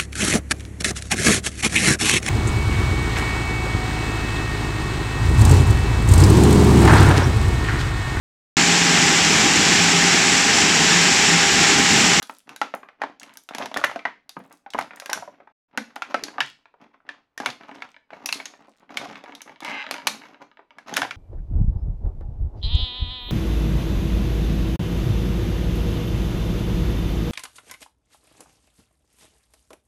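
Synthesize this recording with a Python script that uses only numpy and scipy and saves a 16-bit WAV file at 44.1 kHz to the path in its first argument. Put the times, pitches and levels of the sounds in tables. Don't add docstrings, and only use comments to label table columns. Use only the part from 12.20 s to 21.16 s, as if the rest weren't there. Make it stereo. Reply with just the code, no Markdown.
import sys
import numpy as np
from scipy import signal
from scipy.fft import rfft, irfft
from scipy.io import wavfile
from scipy.ndimage import uniform_filter1d

SR = 44100
rng = np.random.default_rng(int(sys.argv[2]) if len(sys.argv) > 2 else 0)


def output_pcm(signal):
    pcm = np.clip(np.atleast_2d(signal).T, -1, 1) * 32767
    wavfile.write(sys.argv[1], SR, np.round(pcm).astype(np.int16))


N = 395136

# start in seconds, level in dB (before SNAP_DB), main ring in Hz,
# second ring in Hz, lowest radiated frequency in Hz, softness as treble loss in dB per octave.
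SNAPS = [(0.027, -32.5, 3420, 4370, 210.0, -1), (0.096, -31, 1340, 910, 370.0, 11.5),
         (0.2926, -38, 2730, 680, 900.0, 5.5), (0.362, -37.0, 1590, 3800, 670.0, 0.5),
         (0.4152, -16, 1360, 827, 520.0, 11), (0.539, -23, 815, 1310, 300.0, 18),
         (0.8174, -20.5, 1790, 800, 720, 14.5), (0.836, -22.5, 915, 1690, 400, 16.5),
         (1.0319, -39.5, 2800, 2120, 790.0, 2), (1.172, -38.5, 1540, 5900, 250.0, -5),
         (1.289, -36, 3600, 1370, 370.0, 5), (1.309, -35, 840, 1530, 210.0, 15.5),
         (1.3489, -26.5, 920, 2250, 120.0, 5), (1.3835, -30, 980, 3900, 390.0, 2.5),
         (1.401, -32, 670, 885, 301.5, 20), (1.4231, -31.5, 980, 2900, 3290.0, 23),
         (1.458, -29.5, 680, 930.0, 750.0, 7), (1.5148, -33.5, 656, 940, 240.0, 12.5),
         (1.5424, -27.5, 3470, 840.0, 230, 6.5), (1.5624, -23.5, 1500, 654, 260.0, 20.5),
         (1.5665, -26, 1770, 970, 495, 13), (1.572, -22.5, 1800, 600, 180.0, 4),
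         (1.6391, -15, 1960, 1380, 1070.0, 12.5), (1.642, -15, 1800, 2880, 720.0, 14),
         (1.646, -28.5, 2180, 6000, 898, -2), (1.6957, -29, 1590, 2088, 1640.0, 29),
         (1.713, -32, 915, 1290, 350.0, 10), (1.7595, -25.5, 672, 1560, 250.0, 12),
         (1.853, -17, 1960, 933, 1092, 19), (2.0932, -37, 3760, 4850, 890.0, 0),
         (2.1668, -31, 1260, 938, 120.0, 19.5), (2.4622, -36.5, 790, 1450, 670.0, 21.5),
         (2.5358, -32.5, 2950, 2170.0, 760.0, 5.5), (2.5468, -22, 987, 1670, 330.0, 23.5),
         (2.5876, -17.5, 940, 2170.0, 1130.0, 25.5), (2.5902, -36, 950.0, 1360.0, 480.0, -1.5),
         (2.6112, -29, 660, 960, 150.0, 7.5), (2.7996, -35, 1560, 5100, 760.0, 0),
         (2.8594, -32.5, 1610, 870, 440.0, 3), (2.8986, -29.5, 2000, 5230, 1830.0, 4.5),
         (2.913, -31, 870, 1480, 600.0, 24.5), (2.931, -18, 1565, 6000, 460.0, 1.5),
         (3.0239, -32, 700, 950.0, 880.0, 33.5), (3.0765, -35.5, 980, 585, 210.0, 27),
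         (3.5752, -21.5, 1520, 2000, 1100, 7), (3.5785, -26.5, 1580, 520, 248, 13),
         (3.7586, -42.5, 1350, 1770, 440.0, 0), (3.762, -30, 750, 1380, 500, 12),
         (3.821, -23, 1400, 2310, 1090.0, 11.5), (3.9432, -17.5, 1310, 2550, 450, 12),
         (3.9436, -20.5, 1570, 716, 600, 15.5), (4.0373, -25, 4420, 6400, 3290.0, 5),
         (4.0822, -35, 1630, 2330, 280, 11), (4.182, -23, 810, 1160, 740.0, 21.5),
         (4.2045, -15, 1730, 3040, 2400, 14.5), (4.2066, -21.5, 1490, 3800, 1700, 13),
         (4.89, -30.5, 1742, 930.0, 3290.0, 19), (5.1774, -31.5, 1870, 5750.0, 650.0, 4),
         (5.2011, -26.5, 834, 1630, 180.0, 9.5), (5.2329, -34.5, 830, 1530.0, 330.0, 16),
         (5.26, -17.5, 2240, 3540, 690, 7.5), (5.3022, -34, 4430, 1590.0, 3290.0, 10),
         (5.6215, -29.5, 1340, 2220, 1710.0, 16), (5.93, -38, 855, 630, 160.0, 20.5),
         (6.0593, -23.5, 5700, 2600, 900, -3), (6.0893, -25, 2280, 2650, 1100, 6.5),
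         (6.126, -19, 4340, 2700, 1205, 1.5), (6.2001, -31.5, 2240, 3420, 1160.0, 15),
         (6.2557, -30, 6450, 1940, 3290.0, 9.5), (6.7715, -22, 2250, 3660, 1502, 6),
         (6.8562, -35, 754, 1120.0, 290.0, 22), (7.039, -38, 800, 2380, 320.0, 9.5),
         (7.151, -39, 3820, 1810.0, 3290.0, 6), (7.2176, -38, 6200, 3060.0, 200.0, -2),
         (7.4043, -37.5, 3500, 1160.0, 450.0, 3.5), (7.4475, -30, 900, 2270, 880.0, 7.5),
         (7.711, -22.5, 4280, 2570, 430.0, 3), (7.741, -29.5, 2340, 1400, 380.0, 6),
         (7.8704, -14.5, 2410, 3800, 700, 3.5), (7.8739, -18, 4180, 1810, 400, 0),
         (8.5845, -39, 1650, 2270, 580.0, 9), (8.694, -38, 3050, 1830.0, 190.0, 6.5),
         (8.7392, -28.5, 3650, 6600, 1080.0, 4.5), (8.764, -29, 3500, 6000, 900, 8),
         (8.7676, -16.5, 1510, 2290, 1204, 2), (8.776, -20, 1770, 805, 700, 7.5),
         (8.818, -18, 1620, 3430, 900, 10), (8.831, -25, 800, 1830.0, 450, 16),
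         (8.849, -28, 920, 1500, 500, 15), (8.9091, -27.5, 1400, 2320, 1960.0, 12)]
# frequency in Hz, level in dB.
TRAY_COLOUR = [(40, -30), (95, -13.5), (150, -4), (255, 6), (380, -1), (650, 2.5), (6600, 2), (8100, -6.5),
               (11000, -0.5), (12800, -6.5), (14200, -17.5)]
# start in seconds, length in seconds, level in dB.
STROKES = [(0.26, 0.063, -42.5), (0.785, 0.1, -48.5), (0.993, 0.153, -53), (1.331, 0.1, -42),
           (1.51, 0.24, -51), (2.153, 0.1, -50.5), (2.295, 0.023, -44.5), (2.563, 0.07, -42.5),
           (2.67, 0.1, -50), (2.892, 0.085, -39), (2.962, 0.26, -59.5), (3.51, 0.58, -55),
           (3.885, 0.338, -47.5), (4.598, 0.041, -50.5), (4.71, 0.039, -57.5), (4.849, 0.12, -52.5),
           (5.201, 0.098, -36), (5.386, 0.27, -47.5), (5.912, 0.33, -47.5), (6.274, 0.21, -58.5),
           (6.584, 0.051, -58), (6.682, 0.23, -45), (6.765, 0.25, -44), (7.027, 0.13, -47.5),
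           (7.247, 0.075, -47.5), (7.418, 0.14, -37.5), (7.657, 0.22, -47.5), (7.836, 0.3, -46),
           (8.196, 0.029, -49), (8.513, 0.18, -54.5), (8.659, 0.2, -38.5), (8.878, 0.09, -46)]
# frequency in Hz, level in dB.
RUB_COLOUR = [(40, -17.5), (150, -7), (270, 2), (400, -3.5), (850, -2.5), (2400, -10.5), (6500, -16),
              (8500, -34.5), (12000, -25.5), (16000, -45)]
# time in seconds, slips per second, level in dB (before the creak's
# gain), unevenness from 0 to 1, ring of the pinched spot in Hz, lowest frequency the wall radiates in Hz.
CREAK = [(7.424, 88, -40.5, 0.69, 2256, 292), (7.45, 110, -33, 0.76, 2320, 352),
         (7.491, 125, -30.5, 0.58, 2320, 400), (7.535, 240, -29.5, 0.27, 2520, 495),
         (7.563, 220, -31.5, .14, 2580, 850), (7.601, 145, -30.5, 0.1, 2474, 1280),
         (7.634, 95, -32, 0.16, 2460, 1577)]
# frequency in Hz, width in Hz, level in dB.
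WALL_MODES = [(278, 42, 7), (644, 37, 9), (945, 75, 13.5), (1220, 24, 12), (1738, 47, 14), (2260, 85, 12),
              (3990, 650, -4), (6200, 320, -15)]
# start in seconds, level in dB (before their gain).
SLIPS = [(1.016, -44), (1.076, -53), (1.094, -54), (1.108, -53), (1.126, -61), (1.156, -49), (5.411, -45.5),
         (5.435, -45.5), (5.451, -55), (5.514, -43), (5.525, -60), (5.546, -57), (5.561, -49), (5.586, -48),
         (5.605, -51.5), (5.744, -50), (5.765, -45.5), (5.934, -40.5), (6.693, -48), (6.719, -56),
         (6.893, -54), (6.932, -41.5), (7.01, -53), (7.06, -42), (7.078, -55), (7.095, -47), (7.123, -41),
         (7.207, -42.5), (7.277, -47), (7.295, -44.5), (7.36, -47), (7.641, -35.5), (7.666, -32.5),
         (7.69, -40.5), (7.755, -36), (7.765, -36.5), (7.782, -34.5), (7.8, -40.5), (7.819, -42.5),
         (8.019, -43.5), (8.037, -44), (8.06, -52), (8.105, -58), (8.145, -46.5), (8.315, -52),
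         (8.372, -48.5), (8.507, -48)]
# start in seconds, length in seconds, typical tick level in dB,
# typical pitch in Hz.
CRINKLES = [(0.0, .21, -57.5, 6850), (1.034, .1, -57.5, 1890), (1.337, .13, -46, 1820),
            (1.559, .18, -44.5, 2000), (2.237, .14, -70, 6500), (2.58, .05, -43, 3020),
            (4.215, .09, -51.5, 2900), (5.419, .3, -65, 3000), (6.298, .3, -68, 4000),
            (6.799, .17, -48.5, 1570), (7.421, .09, -47.5, 3500), (8.755, .1, -41, 2000)]
# start in seconds, level in dB, centre in Hz.
TAPS = [(0.02, -36.5, 1560), (0.149, -56, 6800), (0.55, -45.5, 10500), (0.631, -38, 1060),
        (0.687, -42, 1400), (0.998, -42, 5000), (1.138, -51, 6500), (1.236, -58, 9000), (1.323, -42, 1200),
        (1.336, -39, 1700), (1.413, -29, 880), (1.435, -36, 700), (1.447, -36, 695), (1.584, -35, 950),
        (1.592, -31, 1091), (1.614, -29.5, 1010), (1.754, -46, 1310), (1.792, -35.5, 1800),
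        (2.191, -60, 11600), (2.309, -48.5, 1150), (2.326, -50.5, 8450), (2.504, -43, 4450),
        (2.708, -37.5, 1500), (2.734, -41, 1360), (2.76, -47.5, 8000), (2.772, -42.5, 1370),
        (2.821, -36.5, 1200), (2.894, -28, 920), (2.975, -38, 1280), (3.203, -45.5, 1110),
        (3.273, -45.5, 1004), (4.141, -45, 1170), (4.456, -47, 1410), (4.54, -51, 970), (4.64, -60.5, 2650),
        (4.742, -51.5, 1100), (4.803, -58, 1170), (5.492, -38.5, 1250), (5.905, -42, 1500),
        (6.144, -34, 4200), (6.337, -44, 1280), (6.482, -47.5, 686), (6.956, -37, 2000),
        (8.211, -51.5, 886), (8.392, -42, 900)]
# start in seconds, level in dB before the envelope, mode in Hz.
JOLTS = [(1.399, -36, 243.3), (1.44, -41.5, 247), (1.566, -47, 120.5), (1.631, -54.5, 111),
         (1.853, -41.5, 261), (2.172, -35, 233), (2.543, -50, 99), (2.551, -41.5, 240), (2.97, -59, 98.7),
         (3.576, -33.5, 248), (4.03, -30, 330), (4.222, -52.5, 135), (5.203, -42, 235), (5.279, -52, 130),
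         (7.873, -42, 204), (8.818, -44.5, 124)]
# frequency in Hz, relative level in dB, decay by 60 dB in seconds.
ROOM = [(100, -6, 0.49), (258, -2, 0.32), (910, -5, 0.19), (2380, -5, 0.3), (5000, -4, 0.31),
        (9800, -3.5, 0.25), (15000, -21.5, 0.5)]
# frequency in Hz, relative level in dB.
AIR_COLOUR = [(25, -1.5), (100, -4.5), (260, -4.5), (1000, -7), (16000, -40.5)]
# frequency in Hz, left minus right in dB, lead of the left in radians.
PORTS = [(220, -3, 0.055), (357, -0.5, 1.92), (650, 2.5, 0.97), (1120, 2.5, 1.61), (2060, -1.5, 1.04),
         (4500, 3, 2.03), (13000, 0.5, 1)]
# start in seconds, end in seconds.
SILENCE = (3.32, 3.485)

HIT_SIZE = 4096
SNAP_DB = 1
SOFT_ABOVE_HZ = 1630
SLOWER_PER_DB = 18
SETTLE_DB, SETTLE_S = -23.5, 0.031
STROKE_ATTACK_S, STROKE_RELEASE_S = 0.0087, 0.021
GRIP_DB = -75
TOP_HZ = 16600


def undb(db):
    return 10 ** (np.asarray(db) / 20)


def unit(x):
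    return x / np.sqrt(np.mean(x ** 2) + 1e-18)


def at_level(sound, level_db):
    return undb(level_db) * unit(sound) * np.sqrt(SR / 100 / HIT_SIZE)


def place(out, start_s, sound):
    i = int(start_s * SR)
    out[..., i:i + sound.shape[-1]] += sound


def bins(size):
    return np.maximum(np.fft.rfftfreq(size, 1 / SR), 1)


def on_log_axis(f, hz, values):
    return np.interp(np.log(f), np.log(hz), values)


def causal(db):
    cepstrum = irfft(np.log(undb(db)))
    half = len(cepstrum) // 2
    cepstrum[1:half] *= 2
    cepstrum[half + 1:] = 0
    return np.exp(rfft(cepstrum))


def colour(x, points):
    curve_db = on_log_axis(bins(HIT_SIZE), *np.transpose(points))
    response = irfft(causal(curve_db))
    return signal.fftconvolve(x, response[None], axes=1)[:, :N]


def two_ports(size, apart_hz):
    mid, side = rng.standard_normal((2, size))
    side = 0.72 * irfft(rfft(side) / (1 + apart_hz / bins(size)), size)
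    return unit(mid + side * np.array([[1], [-1]]))


def bending(f, spread_s):
    return np.exp(-4j * np.pi * spread_s * np.sqrt(1000 * f))


def snaps():
    out = np.zeros((3, N + HIT_SIZE))
    for start_s, *settings in SNAPS:
        place(out, start_s, snap(*settings))
    return out[:, :N]


def snap(level_db, ring_hz, second_hz, low_hz, softness_db, crack_s=0.0012, crack_db=9,
         flutter_s=0.0092, flutter_db=1.5, rise_s=0.00076, ring_db=12, second_db=8,
         ring_width_hz=60, damped_hz=6000, dull_hz=5000, facing=0.71, ripple=0.56):
    f, t = bins(HIT_SIZE), np.arange(HIT_SIZE) / SR
    slow = 1 + max(softness_db, 0) / SLOWER_PER_DB
    rise = 1 - np.exp(-t / (slow * rise_s))

    def burst(decay_s):
        noise = two_ports(HIT_SIZE, apart_hz=925) * rise * np.exp(-t / decay_s)
        return rfft(noise) * np.sqrt(2 / decay_s / SR)

    crack = burst(slow * crack_s)
    flutter = burst(flutter_s) / (1 + 1j * f / dull_hz)
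    pulse = bending(f, spread_s=0.0005156)
    flip = pulse + undb(crack_db) * crack + undb(flutter_db) * flutter
    modes_db = 0
    for hz, db in ((ring_hz, ring_db), (second_hz, second_db)):
        width = ring_width_hz * (1 + (3 * hz / damped_hz) ** 2)
        modes_db = modes_db + 10 * np.log10(1 + undb(db) ** 2 / (1 + (2 * (f - hz) / width) ** 2))
    tray_db = on_log_axis(f, *np.transpose(TRAY_COLOUR))
    direct = panel(flip, tray_db + modes_db, level_db, low_hz, softness_db)
    all_round = panel(pulse + ripple * crack[:1], tray_db + facing * modes_db, level_db, low_hz, softness_db)
    return np.vstack([direct, all_round])


def panel(source, shape_db, level_db, low_hz, softness_db, steepness=4):
    f = bins(HIT_SIZE)
    bass_loss_db = 10 * np.log10(1 + (low_hz / f) ** steepness)
    treble_loss_db = softness_db * np.log2(np.hypot(1, f / SOFT_ABOVE_HZ))
    shape_db = shape_db - bass_loss_db - treble_loss_db
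    dying = np.minimum(2 - 2 * np.arange(HIT_SIZE) / HIT_SIZE, 1) ** 2
    sound = irfft(source * causal(np.maximum(shape_db, shape_db.max() - 90))) * dying
    return at_level(sound, SNAP_DB + level_db)


def rubbing(slips_per_s=280, scatter_db=4, ring_s=0.004, low_hz=350, high_hz=3500, focus=0.55,
            hiss_db=-16, dull_hz=3000, firm_db=-40, gain_db=0, count=10):
    f, t = bins(HIT_SIZE), np.arange(HIT_SIZE) / SR
    contacts = 0
    for hz in np.geomspace(low_hz, high_hz, count):
        size = undb(scatter_db * np.minimum(rng.exponential(size=N), 3))
        hits = (rng.random(N) < slips_per_s / count / SR) * size
        burst = rfft(two_ports(HIT_SIZE, apart_hz=900) * np.exp(-t / ring_s))
        ring = irfft(burst / (1 + 1j * focus * (f / hz - hz / f)))
        contacts = contacts + signal.fftconvolve(hits[None], ring, axes=1)[:, :N]
    slide = undb(hiss_db) * two_ports(N, apart_hz=900)
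    sound = unit(colour(unit(contacts) + slide, RUB_COLOUR))
    level_db = sliding_db() + catching()
    dull = signal.sosfilt(signal.butter(2, dull_hz, fs=SR, output="sos"), sound)
    pressure = np.minimum(undb(level_db - firm_db), 1)
    return (dull + pressure * (sound - dull)) * undb(gain_db + level_db)


def sliding_db():
    t = np.arange(SR) / SR
    power = np.full(N + SR, undb(GRIP_DB) ** 2)
    for start_s, length_s, db in STROKES:
        attack = 1 - np.exp(-t / STROKE_ATTACK_S)
        release = np.exp(-np.maximum(t - length_s, 0) / STROKE_RELEASE_S)
        place(power, start_s, (undb(db) * attack * release) ** 2)
    settling = undb(SETTLE_DB) * np.exp(-t / SETTLE_S)
    for start_s, db, *_ in SNAPS:
        place(power, start_s, (undb(db) * settling) ** 2)
    return 10 * np.log10(power[:N])


def catching(catches_per_s=45, depth_db=3.0):
    steps = rng.standard_normal(4000)
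    return depth_db * np.interp(np.arange(N) / SR * catches_per_s, np.arange(len(steps)), steps)


def creak(wander=0.04, jitter=0.2, scatter_db=3.0, grit_db=3, grit_s=0.0019, pinch_db=-3,
          pinch_width_hz=400, dull_hz=5400, gain_db=-1):
    out, f, t = np.zeros(N + HIT_SIZE), bins(HIT_SIZE), np.arange(HIT_SIZE) / SR
    times, *controls = np.transpose(CREAK)
    now = times[0]
    for chance in rng.standard_normal((60, HIT_SIZE)):
        if now >= times[-1]:
            break
        per_s, level_db, uneven, pinch_hz, low_hz = (np.interp(now, times, c) for c in controls)
        scrape = rfft(chance * np.exp(-t / grit_s) * np.sqrt(2 / grit_s / SR))
        push = 1 + undb(grit_db) * uneven * scrape
        pinch = irfft(1 / (1 + 1j * (f - pinch_hz ** 2 / f) / pinch_width_hz) / (1 + 1j * f / dull_hz))
        wall = wall_ring(0.97 + wander * chance[2])
        ring = rfft(unit(wall) + undb(pinch_db) * unit(pinch))
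        slip = irfft(push * ring / (1 - 1j * low_hz / f) ** 2 * soft_contact(f, dull_hz))
        gain = undb(level_db + uneven * scatter_db * chance[0]) * np.sqrt(SR / per_s / HIT_SIZE)
        place(out, now, gain * unit(slip))
        now += np.exp(uneven * jitter * chance[1]) / per_s
    return undb(gain_db) * out[:N]


def soft_contact(f, dull_hz):
    return 1 / (1 - (f / dull_hz) ** 2 + 1j * np.sqrt(2) * f / dull_hz) ** 2


def wall_ring(stiffening, soft_hz=4200):
    f = bins(HIT_SIZE)
    wall = sum(undb(db) / (1 + 1j * (f - (stiffening * hz) ** 2 / f) / width) for hz, width, db in WALL_MODES)
    ring = irfft(wall * bending(f, spread_s=0.001995) / (1 + 1j * f / soft_hz) ** 2)
    return ring / np.linalg.norm(ring)


def slips(scrape_s=0.0011, scrape_db=-1, wander=0.02, contact_hz=1900, contact_db=1, low_hz=600,
          dull_hz=4400, gain_db=0.5):
    out, f, t = np.zeros((2, N + HIT_SIZE)), bins(HIT_SIZE), np.arange(HIT_SIZE) / SR
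    contact = unit(irfft(1 / (1 + 1j * (f / contact_hz - contact_hz / f)) / (1 + 1j * f / contact_hz / 2)))
    for start_s, db in SLIPS:
        scrape = two_ports(HIT_SIZE, apart_hz=880) * np.exp(-t / scrape_s) * np.sqrt(2 / scrape_s / SR)
        push = 1 + undb(scrape_db) * rfft(scrape)
        ring = unit(wall_ring(1 + wander * rng.standard_normal())) + undb(contact_db) * contact
        tick = irfft(push * rfft(ring) / (1 - 1j * low_hz / f) * soft_contact(f, dull_hz))
        place(out, start_s, at_level(tick, db))
    return undb(gain_db) * out[:, :N]


def crinkles(ticks_per_s=95, scatter_db=4, scatter_octaves=0.59, ring_s=0.0012, gain_db=0):
    out = np.zeros((2, N + HIT_SIZE))
    for start_s, length_s, db, hz in CRINKLES:
        for slot in np.arange(start_s, start_s + length_s, 1 / ticks_per_s):
            strength, pitch = np.clip(rng.standard_normal(2), -2, 2)
            moment = slot + rng.random() / ticks_per_s
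            tick_hz = hz * 2 ** (scatter_octaves * pitch)
            place(out, moment, knock(gain_db + db + scatter_db * strength, tick_hz, ring_s))
    return out[:, :N]


def taps(ring_s=0.0052, gain_db=0):
    out = np.zeros((2, N + HIT_SIZE))
    for start_s, db, hz in TAPS:
        place(out, start_s, knock(gain_db + db, hz, ring_s))
    return out[:, :N]


def knock(level_db, hz, ring_s, damped_hz=5000, spread=0.66, contact_ratio=1.6):
    f, t = bins(HIT_SIZE), np.arange(HIT_SIZE) / SR
    hump = 1 / (1 + 1j * spread * (f / hz - hz / f)) ** 2 / (1 + 1j * f / (contact_ratio * hz)) ** 2
    burst = two_ports(HIT_SIZE, apart_hz=900) * np.exp(-t / ring_s * (1 + hz / damped_hz))
    return at_level(irfft(rfft(burst) * hump), level_db)


def jolts(width=0.21, swell_cycles=0.21, fade_cycles=4.4, gain_db=0):
    out, f, t = np.zeros((2, N + SR)), bins(SR), np.arange(SR) / SR
    for start_s, db, hz in JOLTS:
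        mode = 1 / (1 + 1j * (f / hz - hz / f) / (2 * width)) ** 2
        boom = unit(irfft(rfft(two_ports(SR, apart_hz=900)) * mode))
        envelope = (1 - np.exp(-t * hz / swell_cycles)) * np.exp(-t * hz / fade_cycles)
        place(out, start_s, undb(db) * boom * envelope)
    return undb(gain_db) * out[:, :N]


def varied_room(x, step_s=.09, count=4):
    position = np.arange(N) / SR / step_s
    distance = (abs((position - k) % count - count / 2) for k in range(count))
    return sum(room(x * np.sqrt(np.maximum(1 - d, 0))) for d in distance)


def room(x, first_s=0.0032, build_s=0.00053):
    size = SR * 3 // 5
    f, t = bins(size), np.arange(size) / SR
    hz = [row[0] for row in ROOM]
    noise, tail = rfft(two_ports(size, apart_hz=402)), 0
    onset = 1 - np.exp(-np.maximum(t - first_s, 0) / build_s)
    for share, (_, db, t60) in zip(np.eye(len(ROOM)), ROOM):
        fade = onset * np.exp(-np.log(1000) * t / t60)
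        band = irfft(noise * on_log_axis(f, hz, share), size)
        tail = tail + undb(db) * band * fade / np.linalg.norm(fade)
    return signal.fftconvolve(x[None], tail, axes=1)[:, :N]


def still_air(air_db=-78):
    return undb(air_db) * unit(colour(two_ports(N, apart_hz=300), AIR_COLOUR))


def ports(sound):
    hz, left_db, lead = np.transpose(PORTS)
    f = bins(N)
    half = undb(on_log_axis(f, hz, left_db) / 2) * np.exp(.5j * on_log_axis(f, hz, lead))
    return irfft(rfft(sound) * np.array([half, 1 / half]), N)


def scene(snap_room_db=-4.5, tick_room_db=-1.5):
    buckles = snaps()
    contact = taps() + jolts() + rubbing() + creak()
    ticks = slips() + crinkles()
    into_room = undb(snap_room_db) * buckles[2] + (contact + undb(tick_room_db) * ticks).mean(axis=0)
    return ports(buckles[:2] + contact + ticks + varied_room(into_room) + still_air())


def record(dry):
    t = np.arange(N) / SR
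    outside = ((t < SILENCE[0]) | (t > SILENCE[1])).astype(float)
    running = uniform_filter1d(outside, size=400)
    rounded = dry / (1 + (dry / .85) ** 4) ** .25
    return signal.sosfilt(signal.ellip(8, .2, 70, TOP_HZ, fs=SR, output="sos"), rounded * running)


dry = scene()
out = record(dry)
output_pcm(out)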